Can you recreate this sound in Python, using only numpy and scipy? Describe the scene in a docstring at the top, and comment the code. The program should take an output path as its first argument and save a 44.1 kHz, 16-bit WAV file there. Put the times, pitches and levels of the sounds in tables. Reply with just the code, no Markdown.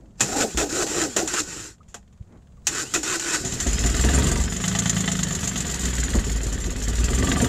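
"""A starter grinds a small boat diesel over, lets go and tries again; the engine catches, races,
sags with hard knocks and hunts around its idle speed. The microphone is just above the open engine
box of the three-cylinder, at a quiet mooring. Gear-tooth contacts drive the starter's growl and
rattle; a firing count times the engine's shakes, raps, clacks and ringing castings; filtered noise
makes the blows, the deck sounds and the air."""
import sys
import numpy as np
from scipy import signal
from scipy.fft import rfft, irfft, next_fast_len
from scipy.io import wavfile
from scipy.ndimage import uniform_filter1d, map_coordinates

SR = 44100
rng = np.random.default_rng(int(sys.argv[2]) if len(sys.argv) > 2 else 0)


def int16_out(signal):
    """Quantize to a 16-bit WAV file."""
    q = np.round(np.clip(np.atleast_2d(signal).T, -1, 1) * 32767)
    wavfile.write(sys.argv[1], SR, q.astype(np.int16))


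N = 329868
TIME = np.arange(N) / SR

# Tone of the quiet mooring: (frequency [Hz], gain [dB])
QUIET = [(25, -8.5), (53, 2), (100, -5.5), (210, -8), (290, -24.5), (450, -24), (900, -31.5), (2600, -45),
         (5500, -46), (7200, -39.5), (9500, -52), (15800, -61)]
# Soft slides on deck: (time [s], half length [s], level [dB], treble corner [Hz])
SLIDES = [(0.038, 0.077, -49.5, 554), (2.343, 0.048, -51, 2800)]
# Tone of those slides: (frequency [Hz], gain [dB])
RUSTLE = [(60, -21.5), (200, 9.5), (500, 2), (900, -6), (2200, -12), (3200, -27), (8000, -38.5)]
# Dull bumps in the hull: (time [s], relative peak [dB], t60 [s])
BUMPS = [(.547, -21.5, 0.052), (3.54, -24, 0.092), (3.665, -20, 0.21), (3.845, -20.5, .12),
         (4.048, -12.5, 0.07), (4.096, -22.5, 0.0601), (6.145, -12.5, 0.24)]
# Tone of the hull: (frequency [Hz], gain [dB])
HULL = [(25, -28), (55, 16), (110, -8.5), (230, 0), (400, -11), (1500, -28.5), (6000, -51)]
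# A deck panel hums after a soft thump: (frequency [Hz], relative level [dB], t60 [s])
PANEL = [(110, -7, 0.28), (199, -7, 0.25)]

# The starter is switched on: (from [s], to [s])
TRIES = [(.2, 1.645), (2.671, 4.2)]
# Swells of the cranking: pistons heaved over compression, the starter running down, a last short
# grind: (take-up [s], crest [s], top speed [teeth/s], growl [dB], grinding [dB], rattle [dB])
SWELLS = [(0.214, 0.416, 289, -26.5, -30, -26), (0.573, 0.606, 352, -27, -31.5, -30.5),
          (0.692, 0.809, 384, -28, -30.5, -26.5), (0.896, 1.021, 356, -28, -30, -26.5),
          (1.165, 1.193, 373, -27.5, -34, -30), (1.273, 1.377, 370, -34, -30, -27.5),
          (1.475, 1.528, 193, -43, -41, -43), (1.547, 1.598, 158, -49, -41.5, -53),
          (2.684, 2.796, 218, -34.5, -31.5, -29), (2.938, 2.944, 355, -32, -31.5, -35),
          (3.031, 3.136, 395, -33.5, -28, -26.5), (3.195, 3.34, 358, -32.5, -27.5, -26),
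          (3.375, 3.384, 320, -39, -38, -30.5)]
# Growl, grinding and rattle follow a swell:
# (rise [dB/s], hold [s], release [dB/s], freewheeling level [dB])
STRAIN = [(41, 0.034, 183.5, -41), (64.2, 0.017, 375, -44), (44.4, 0.027, 229, -37)]
# The pinion is fastest just before a crest, then sags
LEAD_S, SAG_TEETH_PER_S2, SLOWEST_TEETH_PER_S = .045, 800, 105
# Starter growl: (frequency [Hz], gain [dB])
GROWL = [(30, -16.5), (60, -7), (130, -3), (240, -4.5), (310, 3.5), (430, -1.5), (560, -10), (660, -25),
         (795, -15.5), (930, -20.5), (1430, -35.5)]
# Starter grinding: (frequency [Hz], gain [dB])
GRIND = [(530, -38), (900, -5), (1430, 2.5), (2200, -7), (2510, 0), (3300, -5.5), (5000, -7.5),
         (6500, -33.5)]
# Starter rattle: (frequency [Hz], gain [dB])
RATTLE = [(2350, -46.5), (4000, -4), (6300, 0), (7310, 4), (9860, -17), (11300, -16.5), (14600, -26.5),
          (15400, -31.5), (15800, -54.5)]
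# Juddering starter mounting: (frequency [Hz], gain [dB])
SHUDDER = [(150, -23), (300, -5.5), (420, 7.5), (560, 0), (790, 2), (900, -17), (1300, -34.5)]
# The judder's level when the growl reaches SHUDDER_FROM_DB; it grows twice as fast in dB
SHUDDER_DB, SHUDDER_FROM_DB = -30, -28
# Short whines and squeaks of the starter drive:
# (start [s], end [s], from pitch [Hz], to pitch [Hz], level [dB])
WHINES = [(0.322, 0.41, 731, 878, -26), (.47, 0.556, 2410, 3560, -48), (1.067, 1.168, 2807, 3600, -48),
          (1.805, 1.821, 1210, 1284, -48), (2.574, 2.589, 1146, 1125, -57), (2.82, 2.936, 2380, 3400, -45),
          (3.705, 3.88, 4980, 5370, -37), (4.394, 4.59, 5440, 4900, -44.5)]
# Gear slams and kicks, with a faint rustle and a clack after the first try:
# (time [s], relative edge [dB], relative body [dB], t60 [s])
GEAR_BLOWS = [(.197, -17, -18, 0.13), (.206, 1, -2, 0.16), (.573, -3.5, -18, 0.24),
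              (.866, -13, -13.5, 0.76), (1.164, -1.5, -3, 0.15), (1.276, -7.5, -19, 0.082),
              (1.338, -6.5, -5.5, 0.074), (1.885, -39, -46, 0.3), (1.943, -17.5, -12.5, 0.098),
              (2.669, 4, -13.5, 0.094), (2.938, -1.5, -25, 0.19), (3.031, -11, -10, 0.077),
              (3.196, -6.5, -16, 0.069)]
# Tone of those blows: (frequency [Hz], gain [dB])
GEAR_TONE = [(120, -49.5), (200, 0), (359, -11), (964, -11), (1900, -14.5), (2150, -20), (2540, -12),
             (4730, -17), (7070, -5), (9470, -25), (15000, -34.5), (15800, -52)]

# Engine speed: (time [s], firing rate [1/s])
SPEED = [(3.5, 12.46), (3.8, 18.18), (4.15, 22.38), (4.3, 22.33), (4.8, 28.29), (5.2, 26.01), (5.7, 21.64),
         (6.2, 18.67), (6.75, 16.34), (7.05, 20), (7.48, 24.49)]
# The engine grows loud when it pulls on full fuel: (time [s], effort [0-1])
EFFORT = [(3.88, 0.04), (4.15, 0.78), (4.33, 0.63), (4.48, 0.04), (7.02, 0), (7.3, 0.84), (7.48, 0.8)]
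# It overshoots and sinks back on little fuel: (time [s], share [0-1])
OVERRUN = [(4.42, 0.07), (4.52, 0.48), (4.72, 0.89), (5.1, 0.91), (5.7, 0.38), (5.88, 0.43), (6.12, 0)]
CYCLE_START_S = 4.857  # a moment when the first cylinder fires
CATCH_S, BUILD_S, BUILD_DB = 3.42, 0.409, 5  # the thud builds up once the engine catches
# Hull boom, strongest when the engine pulls near 20 firings a second: (time [s], level [dB])
BOOM = [(3.5, -41), (3.85, -22), (4.1, -22), (4.42, -23.5), (4.56, -35.5), (5.6, -38.5), (5.9, -26.5),
        (6.2, -23), (6.8, -29), (7.0, -20), (7.48, -30)]
# Hull shake: (multiple of the firing rate [-], relative level [dB])
SHAKE = [(2, -1.8), (8 / 3, -11.5), (3, 0), (4, -5.5), (5, -6.5)]
# Dull combustion thud: (frequency [Hz], gain [dB])
THUD = [(35, -27), (70, 1.5), (125, 1), (175, -4.5), (240, 0), (310, -11), (400, -6.5), (590, -18),
        (760, -25), (1000, -39), (1400, -61.5)]
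# Hardness of the clatter: (time [s], relative level [dB])
HARDNESS = [(3.45, -6.5), (3.85, 2.5), (4.28, 2.5), (4.5, -3), (4.7, 1), (5.35, 0), (5.9, 1.5), (6.3, -2),
            (6.75, -4.5), (7.0, 0), (7.48, 0)]
# Valves and injection pump, in a fixed order: (place in the cycle [firings], relative level [dB])
VALVES = [(.08, -1), (.38, 1), (.62, -6), (1.13, 2), (1.4, -4), (2.1, -3), (2.43, 0), (2.7, -5)]
# Tone of the engine block: (frequency [Hz], gain [dB])
BLOCK = [(470, -1.5), (800, -9.5), (1140, -2), (1740, -1), (2280, -5), (3130, 0.5), (5200, -11),
         (6760, -49.5)]
# Tone of the ticking cover: (frequency [Hz], gain [dB])
COVER = [(2530, -30), (4300, -10), (5290, -11), (7170, 0.5), (8590, -12.5), (10300, -19), (13900, -24),
         (15800, -37)]
# Resonances of the iron castings: (frequency [Hz], width [Hz], gain [dB])
IRON = [(382, 29, -7), (701, 14, 2.5), (821, 24, 5.5), (896, 11.7, -2), (1285, 37, -6.5), (1500, 52, 0.5),
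        (1917, 310, 1.5), (2540, 50, 0), (3180, 81, -15.5), (5570, 80, -9.5), (7050, 89, -1),
        (7370, 62, -1.5)]
# From 3.7 s each firing clacks, louder and softer by turns: (time [s], relative level [dB])
CLACKING = [(3.7, -2), (3.901, -4), (4.0, 4), (4.25, 2.5), (4.41, -5.5), (5.7, -11), (6.12, 1.5),
            (6.45, -11.5), (6.88, -6), (7.0, -1), (7.4, 3)]
# Single firings that clack out above the rest: (time [s], relative level [dB])
HARD_CLACKS = [(3.943, 5), (4.478, -1), (5.981, 2), (6.641, -3), (7.316, 9)]
# What a clack rings with: (frequency [Hz], relative level [dB], t60 [s])
CLACK_RING = [(1617, -2.5, 0.031), (1776, -7.5, 0.044), (1967, -4.5, 0.044), (2810, -20, 0.021),
              (3140, -12.5, 0.019), (3620, -11, 0.0096)]
# Thin chirps at full fuel: (time [s], level [dB])
SQUEAKS = [(4.052, -31), (4.148, -28), (4.236, -28), (4.279, -33), (4.327, -34), (4.372, -41), (7.146, -32),
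           (7.369, -28), (7.413, -30)]
# Single hard metallic knocks: (time [s], relative edge [dB], relative body [dB], t60 [s])
KNOCKS = [(3.448, -15, -17, 0.29), (3.522, -15.5, -10, 0.052), (3.601, -8.5, -6, 0.12),
          (3.668, -12.5, -10, 0.184), (3.79, -13, -34, 0.13), (3.849, -17, -19, 0.038),
          (4.438, -13.5, -28, 0.044), (5.441, -14, -16, 0.1), (5.476, -18, -26, .05),
          (5.557, -23, -13, 0.15), (5.742, -16, -27, 0.047), (5.855, -16.5, -7, 0.076),
          (6.003, -11, -22, 0.028), (6.036, -15.5, -16, 0.05), (6.824, -16, -26, 0.05)]
# Tone of a knock: (frequency [Hz], gain [dB])
KNOCK = [(260, -28.5), (450, -23.5), (1180, -15.5), (1400, -17.5), (1970, -13), (2490, -20), (3120, -9),
         (4080, -8), (4520, -14.5), (5910, -9.5), (6180, 0.5), (7180, 0.5), (8330, -15), (14000, -34),
         (15800, -67)]
# While the engine overshoots and then sinks, each cylinder knocks once a cycle:
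# (place in the cycle [firings], edge offset [dB], body offset [dB], t60 [s])
CYLINDERS = [(0, -17, -2, .075), (1.07, -4.5, -12, .06), (2.0, -22, -10, .07)]
# That spell swells and fades, added to each cylinder:
# (time [s], edge offset [dB], body offset [dB])
KNOCKING = [(4.5, -13, -10), (4.65, -2.5, 1.5), (4.88, 3, 0), (5.0, -6.5, -2.5), (5.09, -6.5, 4),
            (5.2, -1, -5), (5.78, -17, -12.5)]
# What a hard firing rings with: (frequency [Hz], relative level [dB], t60 [s])
KNOCK_RING = [(681, -11, 0.19), (1172, -7.5, 0.062), (1280, -5, 0.05), (1715, -15, 0.056),
              (2020, -13, 0.11), (2780, -8.5, 0.05), (3070, -5.5, 0.09), (3470, -10.5, 0.13),
              (3550, -11, 0.082)]
# The first firings cough in the manifold: (time [s], relative level [dB])
COUGHS = [(3.437, -28), (3.525, -37), (3.655, -26.5), (3.843, -25), (3.945, -33.5)]
# What the manifold rings with: (frequency [Hz], relative level [dB], t60 [s])
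MANIFOLD = [(127, 4, 0.18), (265, -5, 0.13), (373, 0.5, 0.17), (689, -2, 0.17), (770, -14, .14)]

TOP_HZ = 15600  # upper band limit of the microphone chain


def amp(db):
    """Decibels to gain."""
    return 10 ** (np.asarray(db) / 20)


def unit(x):
    """Scaled to rms 1."""
    return x / np.sqrt(np.mean(x ** 2) + 1e-20)


def curve(rows):
    """One value per sample from (time [s], value) rows."""
    return np.interp(TIME, *np.transpose(rows))


def wobble(rate):
    """A smooth random curve, rate knots a second."""
    coarse = TIME[::32]
    knots = rng.standard_normal(int(N * rate / SR) + 4)
    return np.interp(TIME, coarse, map_coordinates(knots, [coarse * rate]))


def steady(x):
    """Evened out towards rms 1 over a moving 0.16 s."""
    power = np.abs(uniform_filter1d(x ** 2, size=7000))
    return x / np.sqrt(power + 1e-4 * np.mean(x ** 2))


def filtered(x, response, size=8192):
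    """x through the impulse response of a complex function of frequency."""
    return signal.oaconvolve(x, irfft(response(np.fft.rfftfreq(size, 1 / SR))))[:N]


def colour(x, points):
    """A causal, minimum-phase filter through (frequency [Hz], gain [dB]) points."""
    def response(hz):
        f, db = np.transpose(points)
        gain_db = np.interp(np.log(hz + 1), np.log(f), db)
        cepstrum = irfft(np.log(amp(np.maximum(gain_db, -100))))
        # folding the cepstrum forward makes the filter causal
        cepstrum[1:] *= 2
        cepstrum[len(hz) - 1:] = 0
        return np.exp(rfft(cepstrum))
    return filtered(x, response)


def resonance(f, hz, width):
    """Response of one damped mode."""
    return 1j * f * width / (hz * hz - f * f + 1j * f * width)


def iron(x):
    """The castings ring on after whatever strikes them."""
    def response(f):
        return 1 + sum(amp(db) * resonance(f, hz, width) for hz, width, db in IRON)
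    return filtered(x, response)


def strokes(phase, scatter_db, pattern=(1,), late=0):
    """An impulse at each whole turn of phase, sized by pattern and chance, with timing scatter late [s]."""
    at = np.flatnonzero(np.diff(np.floor(phase)) > 0)
    size, shift = rng.standard_normal((4000, 2))[:len(at)].T
    weight = np.resize(pattern, len(at)) * amp(scatter_db * size)
    moved = at + np.round(shift * late * SR).astype(int)
    return np.bincount(np.clip(moved, 0, N - 1), weight, N)


def bursts(impulses, t60):
    """Each impulse sets off a dying burst of noise."""
    power = signal.lfilter([1], [1, -amp(-120 / (t60 * SR))], impulses ** 2)
    return unit(np.sqrt(power) * rng.standard_normal(N))


def blows(rows):
    """Dying noise bursts from (time [s], level [dB], t60 [s]) rows."""
    envelope = np.zeros(N)
    for s, db, t60 in rows:
        after = envelope[round(s * SR):][:SR // 2]
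        after += amp(db - 60 * TIME[:len(after)] / t60)
    return envelope * rng.standard_normal(N)


def impacts(rows, spectrum, split_hz):
    """Metal blows, each with its own share of low body under the bright edge."""
    s, edge_db, body_db, t60 = np.transpose(rows)

    def low(f):
        return 1 / (1 + 1j * f / split_hz) ** 2

    body = filtered(blows(zip(s, body_db, t60)), low)
    edge = filtered(blows(zip(s, edge_db, t60)), lambda f: low(f) * (f / split_hz) ** 2)
    return iron(colour(body + edge, spectrum))


def ringing(hits, modes, detune=0.0093, attack=0.00074):
    """Each (time [s], level [dB]) hit rings the modes, in a slightly different mix every time."""
    hz, level, t60 = np.transpose(modes)[:, :, None]
    out, t = np.zeros(N + SR), TIME[:SR // 4]
    for s, db in hits:
        size, shift, turn = rng.standard_normal((3, len(modes), 1))
        decay = amp(level + 2 * size - 60 * t / t60)
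        partials = decay * np.sin(2 * np.pi * (hz * (1 + detune * shift) * t + turn))
        out[round(s * SR):][:len(t)] += amp(db) * partials.sum(0) * (1 - np.exp(-t / attack))
    return out[:N]


def patchy(x, depth_db):
    """The colour shifts from moment to moment in narrow patches."""
    z = signal.stft(x, nperseg=1024)[2]
    across_pitch = uniform_filter1d(rng.standard_normal(z.shape), size=3, axis=0)
    field = uniform_filter1d(across_pitch, size=4, axis=1)
    return signal.istft(z * amp(depth_db * unit(field)), nperseg=1024)[1][:N]


def switched(on, off, fade):
    """A gain that fades in to be fully open at on, and fades out after off."""
    return np.clip((TIME - on) / fade + 1, 0, 1) * np.clip(1 - (TIME - off) / fade, 0, 1) ** 2


def mooring_air():
    """The quiet of the mooring: coloured noise that sways slowly in level."""
    sway = amp(1.5 * wobble(7))
    return amp(-48.5) * sway * unit(colour(rng.standard_normal(N), QUIET))


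def fuel_pump():
    """An electric fuel pump ticks softly all the while, 20.3 times a second."""
    ticks = bursts(strokes(20.3 * (TIME - 2.028), scatter_db=1), t60=.045)
    return amp(-79) * unit(colour(ticks, KNOCK)) + amp(-73.0) * unit(colour(ticks, BLOCK))


def rustle():
    """Something slides softly on the deck before each try: swelling and fading noise."""
    out = np.zeros(N)
    for s, half, db, top_hz in SLIDES:
        noise = colour(rng.standard_normal(N), RUSTLE)
        rub = filtered(noise, lambda f: 1 / (1 + 1j * f / top_hz) ** 2)
        out += amp(db) * np.exp(-((TIME - s) / half) ** 2) * unit(rub)
    return out


def thump(s, db, width):
    """Something soft lands on the deck: one low push of air."""
    u = (TIME - s) / width
    return amp(db) * (2 * u * u - 1) * np.exp(-u * u)


def hull_bumps():
    """Dull noise blows in the hull, and one soft landing that sets a deck panel humming."""
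    bumps = amp(16.0) * colour(blows(BUMPS), HULL)
    return bumps + thump(2.213, db=-26.5, width=0.0038) + ringing([(2.213, -50)], PANEL)


def tooth_rate():
    """The pinion's tooth rate climbs from each take-up, then sags to its slowest."""
    rate = np.full(N, 1. * SLOWEST_TEETH_PER_S)
    for start, crest, top, *_ in SWELLS:
        i = round(start * SR)
        fastest = max(crest - LEAD_S, start + .005)
        rise = np.interp(TIME[i:], [start, fastest], [rate[i], top])
        rate[i:] = rise - SAG_TEETH_PER_S2 * np.maximum(TIME[i:] - fastest, 0)
        rate = np.maximum(rate, SLOWEST_TEETH_PER_S)
    return rate


def strain():
    """Gains of growl, grinding and rattle: each swells to a crest, holds, and drops as the gear freewheels."""
    powered = sum(switched(on + 0.11, off, fade=0.14) for on, off in TRIES)
    gains = []
    for k, (rise, hold, release, free_db) in enumerate(STRAIN):
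        gain = amp(free_db) * powered
        for start, crest, _, *db in SWELLS:
            span = slice(round(start * SR), round(start * SR) + SR // 2)
            t = TIME[span] - crest
            swell_db = db[k] + rise * np.minimum(t, 0) - release * np.maximum(t - hold, 0)
            gain[span] = np.maximum(gain[span], amp(swell_db))
        gains.append(gain)
    return gains


def shudder():
    """The loudest swells of the growl make the starter's mounting judder in rough lumps."""
    growl = strain()[0]
    lumps = steady(amp(1.6 * wobble(55)) * colour(rng.standard_normal(N), SHUDDER))
    return amp(SHUDDER_DB) * (growl / amp(SHUDDER_FROM_DB)) ** 2 * lumps


def whines():
    """The starter drive whines and squeaks: short tones that glide and waver in pitch."""
    out = np.zeros(N)
    for start, end, from_hz, to_hz, db in WHINES:
        u = np.clip((TIME - start) / (end - start), 0, 1)
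        waver_hz = min(.035 * from_hz, 110) * wobble(450)
        pitch = from_hz + u * (to_hz - from_hz) + waver_hz
        swell = amp(db + 2.3 * wobble(90)) * np.sqrt(4 * u * (1 - u))
        out += swell * np.sin(2 * np.pi * np.cumsum(pitch) / SR)
    return out


def starter():
    """Gear teeth meet one by one: a growling tone, with a scrape and a rattle on every tooth."""
    teeth = np.cumsum(tooth_rate() * (1 + 0.025 * wobble(60))) / SR
    growl, grind, rattle = strain()
    contacts = strokes(teeth, scatter_db=2.5, late=0.00006)
    tone = amp(-7.0) * steady(colour(contacts, GROWL))
    tone += amp(-4.5) * steady(colour(bursts(contacts, t60=0.045), GROWL))
    tone += amp(-8.5 + 5.5 * wobble(35)) * np.sin(2 * np.pi * teeth)
    # teeth bite only under load; the brushes hiss too
    bite = amp(np.minimum(20 * np.log10(grind + 1e-9) + 32, 0))
    meshing = steady(bursts(contacts, t60=0.026)) + amp(-4) * steady(contacts)
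    brushes = amp(-2) * rng.standard_normal(N)
    rubbing = patchy(iron(bite * meshing + brushes), depth_db=2)
    # the ring gear sings only under load
    ring = filtered(bite * rubbing, lambda f: resonance(f, hz=1430, width=320))
    scrape = steady(colour(rubbing + amp(-5) * ring, GRIND))
    ticks = steady(colour(rubbing, RATTLE))
    uneven = amp(0.76 * wobble(70))  # worn teeth bite unevenly
    return uneven * (growl * tone + grind * scrape + rattle * ticks)


def cranking():
    """The starter's meshing teeth, juddering mounting and whines, with the metal blows around them."""
    return starter() + shudder() + whines() + impacts(GEAR_BLOWS, GEAR_TONE, split_hz=1730)


def combustion(firing, effort):
    """Firings shake the hull, ring the intake and thud in the block; on overrun boom yields to drone."""
    overrun = curve(OVERRUN)
    boom = amp(curve(BOOM))
    drone = amp(-44.5 + 19.7 * overrun + 14 * effort)
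    thud = amp(-34 - 2.0 * overrun + 12.5 * effort)
    shake = sum(amp(db + 3.5 * wobble(12)) * np.sin(2 * np.pi * (k * firing + rng.random()))
                for k, db in SHAKE)
    shake = filtered(shake, lambda f: resonance(f, hz=58.6, width=20)
                     + amp(-5) * resonance(f, hz=108, width=35))
    gulps = strokes(firing, scatter_db=.8, pattern=(1, .85, .75))

    def pipe(f):
        return resonance(f, hz=184.6, width=9.7) + amp(-4.5) * resonance(f, hz=113.4, width=13.0)

    intake = filtered(gulps, lambda f: pipe(f) * resonance(f, hz=154.5, width=3.3))
    lumps = bursts(strokes(2 * firing, scatter_db=4.0, pattern=(1, .6)), t60=0.19)
    thumps = steady(colour(lumps, THUD))
    pulses = strokes(3 * firing, scatter_db=2, pattern=(1, .5, .8), late=.0004)
    pulses = steady(colour(pulses, THUD))
    build = amp(BUILD_DB * np.clip((TIME - CATCH_S) / BUILD_S - 1, -1, 0))
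    thudding = build * thud * (amp(0.5) * thumps + amp(-6.0) * pulses)
    return boom * steady(shake) + drone * steady(intake) + thudding


def clatter(firing, effort):
    """Combustion raps the block; valves and injection pump tick in a fixed order each cycle."""
    hardness = curve(HARDNESS)
    block = amp(-38.0 + hardness + 4.6 * effort - 0.14 * curve(OVERRUN))
    cover = amp(-33 + hardness + 2.26 * effort)
    raps = strokes(firing, scatter_db=2.5, late=.0008)
    valves = sum(amp(db) * strokes((firing - place) / len(CYLINDERS), scatter_db=2.0, late=.0015)
                 for place, db in VALVES)
    rap = bursts(raps, t60=0.062) + bursts(valves, t60=0.16)
    tick = bursts(valves, t60=0.11)
    churn = rng.standard_normal(N)  # gears, belt and bearings fill the gaps
    knocking = iron(colour(rap + amp(5.5) * churn, BLOCK))
    ticking = iron(colour(tick + amp(-11) * churn, COVER))
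    return block * steady(patchy(knocking, depth_db=2.5)) + cover * steady(patchy(ticking, depth_db=3.5))


def bark(firing, effort):
    """Each firing sets off a short throaty ring in the casing."""
    beats = bursts(strokes(firing - .12, scatter_db=.5), t60=0.1)
    ring = filtered(beats, lambda f: resonance(f, hz=263, width=19)
                    - amp(-9.0) * resonance(f, hz=713, width=47)
                    + amp(-9.5) * resonance(f, hz=935, width=16)
                    - amp(-9.0) * resonance(f, hz=1179.4, width=30))
    return amp(-46.0 + 19 * effort) * steady(ring)


def crank(firing, effort):
    """From 3.7 s each firing clacks; a thump and a throaty bark of the block grow with the effort."""
    s, db = np.transpose(CLACKING)
    # ordinary clacks give way to the hard ones close by
    times = [t for t in TIME[strokes(firing, scatter_db=0) > 0]
             if t > s[0] and all(abs(t - hard) > .02 for hard, _ in HARD_CLACKS)]
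    hits = [(t, np.interp(t, s, db) + 2 * rng.standard_normal()) for t in times] + list(HARD_CLACKS)
    clacks = amp(-25.5) * ringing(hits, CLACK_RING, detune=0.03, attack=0.0015)
    cracks = amp(-20.5) * colour(blows([(t, level, .035) for t, level in hits]), BLOCK)
    thumps = steady(colour(strokes(firing - .14, scatter_db=1.5), THUD))
    return clacks + cracks + amp(-47.5 + 14.0 * effort) * thumps + bark(firing, effort)


def squeak():
    """Each chirp is one thin, high tone that dies quickly."""
    return ringing(SQUEAKS, [(8980, 0, 0.15)], detune=0.0016, attack=0.0036)


def knock_spell(firing):
    """Rows of blows, one for each cylinder in each cycle of three firings."""
    s, edge, body = np.transpose(KNOCKING)
    cycles = np.arange(np.ceil(firing[0] / 3), firing[-1] / 3)
    rows = []
    for place, edge_db, body_db, t60 in CYLINDERS:
        times = np.interp(len(CYLINDERS) * cycles + place, firing, TIME)
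        rows += [(t, edge_db + np.interp(t, s, edge), body_db + np.interp(t, s, body), t60)
                 for t in times if s[0] < t < s[-1]]
    return rows


def engine():
    """The running diesel: its speed times the firings and valves, its effort sets the loudness."""
    firing = np.cumsum(curve(SPEED)) / SR
    firing -= np.interp(CYCLE_START_S, TIME, firing)
    effort = curve(EFFORT)
    running = combustion(firing, effort) + clatter(firing, effort) + crank(firing, effort) + squeak()
    spell = knock_spell(firing)
    knocks = impacts(list(KNOCKS) + spell, KNOCK, split_hz=2800)
    ring = amp(-21.5) * ringing([(s, body_db) for s, _, body_db, _ in spell], KNOCK_RING)
    coughs = ringing(COUGHS, MANIFOLD, attack=0.007)
    return switched(CATCH_S, TIME[-1], fade=0.033) * running + knocks + ring + coughs


def scene():
    """Starter, engine and hull over the quiet of the mooring, the same in both channels."""
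    background = mooring_air() + fuel_pump() + rustle() + hull_bumps()
    return np.tile(background + cranking() + engine(), (2, 1))


def record(dry):
    """The microphone chain passes nothing above its band limit."""
    m = next_fast_len(N)
    passed = np.fft.rfftfreq(m, 1 / SR) < TOP_HZ
    return irfft(rfft(dry, m) * passed, m)[:, :N]


dry = scene()
out = record(dry)
int16_out(out)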